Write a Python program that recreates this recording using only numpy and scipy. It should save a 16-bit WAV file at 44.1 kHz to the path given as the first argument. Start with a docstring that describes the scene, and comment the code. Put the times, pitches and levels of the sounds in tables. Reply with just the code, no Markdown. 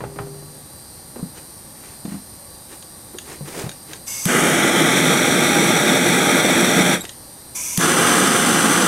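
"""A hand-held gas torch roars on a cast metal body over a steel workbench: gas hisses, the igniter snaps, flame catches.
Jet and flame are shaped noise, coloured by the tube and by where the flame plays; a low puff marks each lighting.
Before and between the burns come struck-mode knocks and bumps, noise clicks, gritty scrapes and a trigger squeak.
The torch is lit twice and still burns at the end. Behind it lie a faint lens-motor buzz, made by pulses ringing
a case, and the soft noise of a quiet workshop."""
import sys
import numpy as np
from scipy import signal
from scipy.fft import rfft, irfft, next_fast_len
from scipy.io import wavfile
from scipy.ndimage import uniform_filter1d

SR = 44100
rng = np.random.default_rng(int(sys.argv[2]) if len(sys.argv) > 2 else 0)


def file_out(sig):
    """Save sig as 16-bit WAV at sys.argv[1]."""
    # one column per channel
    cols = np.atleast_2d(sig).T
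    # limit, then scale
    lim = np.clip(cols, -1, 1)
    pcm = np.round(lim * 32767).astype(np.int16)
    wavfile.write(sys.argv[1], SR, pcm)


N = 391166
FFT_SIZE = next_fast_len(N + 8192)
TIME, FREQ = np.arange(N) / SR, np.fft.rfftfreq(FFT_SIZE, 1 / SR)

# Torch burns: gas_on_s, valve_opening_s, gas_off_s, gas_db, flame_db, snap_db, puff_db
BURNS = [(4.060, 0.022, 6.946, -28, -15, -8.5, -6.5), (7.543, 0.017, 9.0, -26.5, -15, -8, -8)]
# Igniter snaps, one a burn: start_s
SPARK_TIMES = [4.2546, 7.7752]
# Spectrum of the burning jet's roar: freq_hz, level_db
FLAME_SPECTRUM = [(30, -39), (60, -28), (100, -18), (160, 0.5), (330, -1.04), (500, -5.5), (1000, -11),
                  (1500, -6), (2400, -12), (4500, -20), (8500, -15.5), (12000, -24.5), (15500, -35.5)]
# Spectrum of the unlit jet's hiss: freq_hz, level_db
GAS_SPECTRUM = [(30, -29), (400, -21.5), (1500, -10.5), (4000, -12.2), (6000, 1), (9500, -2), (13000, -8.5),
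                (15500, -23.7)]
# Spectrum of the igniter snap: freq_hz, level_db
SNAP_SPECTRUM = [(200, -12), (1400, -6), (4000, -7), (8000, -2), (11000, 1), (16000, -17)]
# Peaks and notches that tube, casting and bench give the roar as the flame nears the casting,
# then plays on its edge, side and top: freq_hz, half_width_hz, gain_db
FLAME_NEARING = [(1038, 117, -5.5), (1236, 100, 2), (2116, 170, 2.5), (2570, 130, -9), (3150, 190, 2),
                 (4020, 170, -12), (4930, 532, -8), (7362, 530, -4.4), (14000, 974, -4)]
FLAME_ON_EDGE = [(193, 71, 3.3), (336, 20, 8), (934, 356, 4.5), (1024, 110, -10), (1680, 167, -4),
                 (2546, 120, -9), (2840, 140, -15), (2950, 580, -8), (3080, 1040, 13.5), (4586, 600, -11.5),
                 (5600, 400, 4.5), (7800, 1200, -2), (11071, 472, -3), (15239, 464, -2.6)]
FLAME_ON_SIDE = [(181, 6, 6), (259, 17, 3), (348.6, 12, 5.5), (407, 24, -4.5), (450, 51, 3), (603, 18, 6.5),
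                 (725, 12, 6), (811, 9.4, 9.5), (1057, 57, -9.5), (1740, 110, -2.5), (2248, 205, 5),
                 (2890, 250, -8.5), (3520, 390, 7.9), (4935, 330, -10.4), (5806, 190, 8.5),
                 (6200, 150, -5.8), (6950, 410, -6.5), (8670, 200, -6), (10800, 560, -3), (13500, 331, -5)]
FLAME_ON_TOP = [(147, 10, -7), (409, 15, -7.5), (625, 41, -7), (718, 24, 3), (770, 16, -16), (806, 29, 6),
                (912, 35, -3.5), (1220, 232, 3.5), (1780, 75, -3), (2200, 190, -2), (2530, 76, -9),
                (3030, 110, 3.5), (3460, 220, 4.5), (3790, 96, -3.5), (5200, 118, -3), (6102, 260, 9.5),
                (6634, 590, -4.5), (9040, 1400, 3.5), (12092, 184, 1), (14364, 473, 0)]
# Path of the flame through those four aims: time_s, aim_index (no unit)
AIM_PATH = [(4.38, 0), (4.7, 1), (5.2, 2), (7.0, 2), (7.5, 3)]
# Burner-tube peaks and notches on the unlit jet, aimed at the side and the top: freq_hz, half_width_hz, gain_db
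JET_AT_SIDE = [(1039, 265, 10), (1287, 509, -5), (2180, 60, 15), (2716, 197, 6), (3550, 105, 8),
               (4096, 560, -4), (4830, 172, 9), (5149, 138, -7), (6220, 173, 9), (6565, 189, -6.4),
               (7372, 257, -6.1), (7823, 240, 8), (9877, 307, -4.9), (11875, 332, 6)]
JET_AT_TOP = [(997, 60, 13), (1686, 136, 10), (1734, 350, -13.5), (2286, 360, 10.5), (3481, 116, 8.5),
              (4048, 697, -6.5), (5187, 220, -10.1), (6204, 1000, 4.5), (6600, 184, -7.1), (7271, 146, -13),
              (9400, 177, 6), (11000, 197, -6.0), (12302, 184, -1), (13960, 521, -13.0), (13978, 1000, 8.7)]

# Hard knocks on the bench: start_s, level_db
KNOCKS = [(0.005, -26.5), (0.037, -25), (0.160, -34), (0.1863, -22)]
# Modes of the steel top: pitch_hz, level_db, t60_s
BENCH_MODES = [(67, -7, 0.71), (132.3, -7, 1), (148, -8.5, 1.95), (223, -6, 0.29), (325, -5, .4),
               (390, -3, 0.35), (400, -4, 0.9), (562, -12, 0.22), (637, -4, 0.22), (783, -14, .35),
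               (980, -17, .4)]
# Dull bumps of things picked up and moved: start_s, thud_db, thud_hz, thud_t60_s, clatter_db
BUMPS = [(1.158, -34, 246, .18, -28.5), (1.192, -36, 257, 0.11, -33), (1.228, -15, 183, 0.059, -38),
         (2.051, -17.5, 214, .053, -32.5), (2.079, -25, 195, .095, -49), (2.12, -22, 208, .07, -34),
         (2.142, -22, 199, 0.11, -36), (3.143, -29.5, 360, 0.1, -37), (3.407, -27, 148, 0.18, -37),
         (3.639, -23, 121, 0.19, -32), (3.664, -30, 150, .093, -28)]
# Light metal clicks of torch and casting: start_s, level_db
CLICKS = [(2.052, -37), (2.825, -34), (3.1856, -24.5), (3.6925, -25), (3.715, -32), (3.933, -25),
          (6.931, -20), (7.0518, -26.5), (7.093, -26)]
# Resonances of the clicking metal: pitch_hz, width_hz, level_db
METAL_MODES = [(1660, 260, -1), (2980, 790, -3.5), (3820, 330, -0.5), (4680, 240, -15), (6640, 490, -1.5),
               (9700, 280, -5)]
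# Rubbing and dragging strokes: start_s, length_s, force_db
SCRAPES = [(1.338, .08, -8), (1.73, 0.28, -13), (2.04, .17, -12), (2.68, 0.099, -10), (3.233, .16, -5.5),
           (3.441, 0.073, -5.5), (3.475, 0.22, 0), (3.853, .13, -7.5), (7.034, 0.0156, -1)]
# Spectra of the gritty rasp and the bench rumble: freq_hz, level_db
RASP_SPECTRUM = [(300, -16), (900, -2), (1900, 1), (3000, -4.5), (4500, -7), (6000, -5), (10000, -7.5),
                 (15000, -21)]
RUMBLE_SPECTRUM = [(80, -17), (200, -7), (380, 0.5), (560, -6.5), (900, -11), (2000, -31)]
# Slips of the trigger: start_s, length_s, level_db
SLIPS = [(7.006, .007, -25), (7.012, .013, -27.5)]

# Case resonances of the lens motor: freq_hz, half_width_hz, gain_db
LENS_CASE = [(4160, 300, 9.5), (4760, 255, 14.5), (5700, 520, 8), (9020, 1240, 19.5), (12600, 1360, 12.5)]
# Quiet workshop noise: freq_hz, level_db
AIR_SPECTRUM = [(20, -15), (70, 1.5), (140, 0.5), (300, -3), (800, -8.5), (1300, -15), (1900, -17.5),
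                (2700, -22.5), (7000, -21), (15000, -40)]
# Peaks and notches of the workshop noise: freq_hz, half_width_hz, gain_db
AIR_PEAKS = [(426, 54, -4), (540, 41, 2.5), (675, 57, -2.5), (830, 100, 2), (1135, 26, 6.5),
             (1840, 160, 2.5)]
# Stereo balance: freq_hz, left_minus_right_db
BALANCE = [(60, 3.5), (125, 2), (250, -0.8), (420, -0.5), (650, -3.5), (1000, -1.1), (2000, 0.5),
           (15000, -0.5)]

# Ring and thud against the knock's clatter; the thud comes late, as the top flexes
KNOCK_RING_DB, KNOCK_THUD_DB, KNOCK_FLEX_S = -11.5, -2.5, 0.0117
# Loose parts: first bounce against the knock, then the loss at each further one
BOUNCE_DB, BOUNCE_LOSS_DB, BOUNCE_COUNT, BOUNCE_GAP_S = -16, 0.5, 3, 0.079
CLICK_T60_S = 0.026
STROKE_PEAK = 0.52  # share of a stroke spent swelling
# Levels at 0 dB force; growth is dB of rumble per dB of force
RASP_DB, RUMBLE_DB, RUMBLE_GROWTH = -33, -30.5, 1.7
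# Settled pitch, share by which it starts flat, settling time constant
SQUEAK_HZ, SQUEAK_FLAT, SQUEAK_SETTLE_S = 3850, 0.035, 0.0056
# Mean pulse rate, steady level, starting offset, run-up time constant
LENS_HZ, LENS_DB, LENS_START_DB, LENS_RUN_UP_S = 156.7, -41.5, -6, 0.27
AIR_DB, HANDLING_ROOM_DB = -44.5, -8.0
EDGE_HZ = 15850  # top of the output band


def amp(db):
    """Decibels to gain."""
    return 10 ** (np.asarray(db) / 20)


def unit(x):
    """Scales to rms 1."""
    return x / np.sqrt(np.mean(x ** 2) + 1e-20)


def noise():
    """White noise as long as the scene."""
    return rng.standard_normal(N)


def slope(points):
    """A spectrum in dB from a few points, straight on a log-frequency axis."""
    hz, db = np.transpose(points)
    return np.interp(np.log(FREQ + 1), np.log(hz + 1), db)


def peaks(rows):
    """Bell-shaped peaks and notches in dB."""
    return sum(db * np.exp(-np.minimum(((FREQ - hz) / width) ** 2, 50)) for hz, width, db in rows)


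def colour(x, db):
    """Filters by a spectrum in dB."""
    return irfft(rfft(x, FFT_SIZE) * amp(db), FFT_SIZE)[:N]


def wander(hz):
    """Random drift of rms 1, up to a given rate."""
    return unit(colour(noise(), -20 * np.log10(1 + (FREQ / hz) ** 4)))


def turbulence(lumps_db, lumps_hz):
    """White noise whose strength comes in lumps."""
    return noise() * amp(lumps_db * wander(lumps_hz))


def rise(s, length):
    """Goes smoothly from 0 to 1, beginning at s."""
    return np.sin(np.pi / 2 * np.clip((TIME - s) / length, 0, 1)) ** 2


def dying(t60, attack):
    """One second of a quick rise and an exponential fall."""
    t = TIME[:SR]
    return (1 - np.exp(-t / attack)) * np.exp(-np.log(1000) * t / t60)


def ring(hz, t60, attack):
    """One struck mode."""
    return np.sin(2 * np.pi * hz * TIME[:SR]) * dying(t60, attack)


def add(mix, s, sound):
    """Mixes a sound in at time s."""
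    part = mix[max(round(s * SR), 0):][:len(sound)]
    part += sound[:len(part)]


def flame_roar():
    """Lumpy turbulence roars through resonances that crossfade as the flame moves over the casting."""
    eddies = turbulence(lumps_db=0.73, lumps_hz=110) * amp(0.45 * wander(13))
    place = np.interp(TIME, *np.transpose(AIM_PATH))
    roar = np.zeros(N)
    for k, aim in enumerate((FLAME_NEARING, FLAME_ON_EDGE, FLAME_ON_SIDE, FLAME_ON_TOP)):
        sound = unit(colour(eddies, slope(FLAME_SPECTRUM) + peaks(aim)))
        roar += np.maximum(1 - abs(place - k), 0) * sound
    return roar


def torch():
    """Gas hisses through the tube until the spark; the flame puffs alight, roars, and dies with the pressure."""
    roar = flame_roar()
    out = np.zeros(N)
    for burn, spark, tube in zip(BURNS, SPARK_TIMES, (JET_AT_SIDE, JET_AT_TOP)):
        on, opening, off, gas_db, flame_db, snap_db, puff_db = burn
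        jet = unit(colour(noise(), slope(GAS_SPECTRUM) + peaks(tube)))
        snap = unit(colour(noise(), slope(SNAP_SPECTRUM)))[:SR]
        pressure = np.exp(-np.maximum(TIME - off, 0) / 0.026)  # the tube empties once the valve shuts
        out += amp(gas_db) * jet * rise(on, opening) * (1 - rise(spark + 0.022, 0.11))
        out += amp(flame_db) * roar * rise(spark - 0.008, 0.062) * pressure
        add(out, spark, amp(snap_db) * snap * dying(t60=0.015, attack=0.0001))
        # the gathered gas burns at once
        add(out, spark + 0.0044, amp(puff_db) * ring(hz=174, t60=0.077, attack=0.0016))
    # clutter on the bench ripples the hiss
    echoes = colour(workshop(out, t60=0.064), slope([(500, -32), (1100, -11.0), (15000, -13.5)]))
    return out + echoes


def clatter(edge_hz, t60):
    """The short, dull crunch of two things meeting: decaying band-limited noise."""
    band = signal.butter(2, [140, edge_hz], "band", fs=SR, output="sos")
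    return unit(signal.sosfilt(band, rng.standard_normal(SR))) * dying(t60, attack=0.00065)


def thud(hz, t60):
    """A low damped mode with one overtone."""
    return np.sqrt(2) * (ring(hz, t60, attack=0.0019) + amp(-7) * ring(1.3 * hz, t60, attack=0.005))


def bench_ring():
    """The steel top rings in its modes; each spot on it favours other ones."""
    share_db = 2.7 * rng.standard_normal(len(BENCH_MODES))
    return sum(amp(mode_db + extra_db) * ring(hz, t60, attack=0.002)
               for (hz, mode_db, t60), extra_db in zip(BENCH_MODES, share_db))


def knocks():
    """A hard knock clatters, thuds and rings the steel top; loose parts on it bounce a few times afterwards."""
    out = np.zeros(N)
    for s, db in KNOCKS:
        strike = clatter(edge_hz=1040, t60=0.083) + amp(KNOCK_RING_DB) * bench_ring()
        add(out, s, amp(db) * strike)
        add(out, s + KNOCK_FLEX_S, amp(db + KNOCK_THUD_DB) * thud(hz=121, t60=0.16))
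        for k in range(BOUNCE_COUNT):
            bounce_db = db + BOUNCE_DB - k * BOUNCE_LOSS_DB
            add(out, s + (k + 1) * BOUNCE_GAP_S, amp(bounce_db) * clatter(edge_hz=610, t60=0.11))
    return out


def bumps():
    """Each bump is a damped thud and a short clatter."""
    out = np.zeros(N)
    for s, thud_db, hz, t60, clatter_db in BUMPS:
        add(out, s, amp(thud_db) * thud(hz, t60))
        add(out, s, amp(clatter_db) * clatter(edge_hz=720, t60=0.097))
    return out


def clicks():
    """Metal parts held in the hand tick with broad, quickly damped resonances."""
    out = np.zeros(N)
    for s, db in CLICKS:
        add(out, s, amp(db) * rng.standard_normal(SR) * dying(CLICK_T60_S, attack=0.00015))
    body = sum(amp(db) ** 2 / (1 + (2 * (FREQ - hz) / width) ** 2) for hz, width, db in METAL_MODES)
    return colour(out, 10 * np.log10(body / body.mean()))


def scrapes():
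    """Gritty strokes swell and fade; the harder one presses, the more the bench rumbles under the rasp."""
    rasp = unit(colour(turbulence(lumps_db=2.5, lumps_hz=300), slope(RASP_SPECTRUM)))
    rumble = unit(colour(turbulence(lumps_db=-1.5, lumps_hz=70), slope(RUMBLE_SPECTRUM)))
    out = np.zeros(N)
    for start, length, force_db in SCRAPES:
        stroke = np.interp((TIME - start) / length, [0, STROKE_PEAK, 1], [0, 1, 0])
        out += stroke * amp(RASP_DB + force_db) * rasp
        out += stroke * amp(RUMBLE_DB + RUMBLE_GROWTH * force_db) * rumble
    return out


def squeak():
    """The trigger slides back in two slips; its three-harmonic squeak starts flat and settles on pitch."""
    since = np.maximum(TIME - SLIPS[0][0], 0)
    hz = SQUEAK_HZ * (1 - SQUEAK_FLAT * np.exp(-since / SQUEAK_SETTLE_S))
    phase = 2 * np.pi * np.cumsum(hz * (1 + 0.0086 * wander(300))) / SR
    tone = 0.68 * np.sin(phase) + np.sin(2 * phase) + 0.52 * np.sin(3 * phase)
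    slips = np.zeros(N)
    for s, length, db in SLIPS:
        slips += amp(db) * np.sin(np.pi * np.clip((TIME - s) / length, 0, 1)) ** 2
    return tone * slips


def lens_motor():
    """A fast pulse train rings the camera case by shifting paths, over a hiss that throbs twice a cycle."""
    turns = np.cumsum(LENS_HZ * (1 + 0.006 * wander(2.0) + 0.00193 * wander(125))) / SR
    kicks = np.exp(-((turns % 1 - 0.5) / 0.004) ** 2)
    kicks -= kicks.mean()
    paths = rng.standard_normal((4, SR)) * dying(t60=0.039, attack=0.0004)
    whine = sum(wander(2.2) * unit(signal.oaconvolve(kicks, path)[:N]) for path in paths)
    whine /= np.sqrt(uniform_filter1d(whine ** 2, size=4096) + 1e-9)  # evens out the loudness
    whine = colour(whine, slope([(6000, -3.0), (9000, -8.5), (13000, -4)]))
    hiss = (1 + 0.24 * np.cos(4 * np.pi * turns)) * noise()
    hiss = colour(hiss, slope([(6000, -3), (8500, -1.0), (13000, -3)]))
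    case = slope([(30, -62), (2000, -26), (3800, -1), (13500, 1.5), (15500, -10)]) + peaks(LENS_CASE)
    level_db = LENS_DB + LENS_START_DB * np.exp(-TIME / LENS_RUN_UP_S)  # starts quieter and runs up
    return amp(level_db) * unit(colour(whine + hiss, case))


def workshop_air():
    """The quiet room's steady noise, mostly low, with a few broad resonances."""
    return amp(AIR_DB) * unit(colour(noise(), slope(AIR_SPECTRUM) + peaks(AIR_PEAKS)))


def workshop(x, t60):
    """Sparse reflections from bench and walls."""
    hits = rng.random(SR) < 2500 / SR  # about 2500 reflections a second
    taps = rng.standard_normal(SR) * hits * dying(t60, attack=0.0013)
    return signal.oaconvolve(x, taps / np.linalg.norm(taps))[:N]


def scene():
    """Everything reaches the two close microphone ports almost alike."""
    handling = knocks() + bumps() + clicks() + scrapes() + squeak()
    handling_room = amp(HANDLING_ROOM_DB) * workshop(handling, t60=0.25)
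    mid = torch() + handling + handling_room + workshop_air() + lens_motor()
    side_db = slope([(60, -16), (200, -22.0), (550, -19.5), (1100, -14.5), (2200, -37.5),
                     (8500, -21.5), (13000, -24)])
    side = colour(workshop(mid, t60=0.062), side_db)
    tilt_db = slope(BALANCE) / 2
    return np.array([colour(mid + side, tilt_db), colour(mid - side, -tilt_db)])


def record(dry):
    """Rounds off the highest peaks by soft saturation and limits the band."""
    headroom = amp(6.0)
    rounded = headroom * np.tanh(dry / headroom)
    lowpass = signal.firwin(511, EDGE_HZ, window=("kaiser", 9), fs=SR)
    return signal.oaconvolve(rounded, lowpass[None], "same", axes=1)


dry = scene()
out = record(dry)
file_out(out)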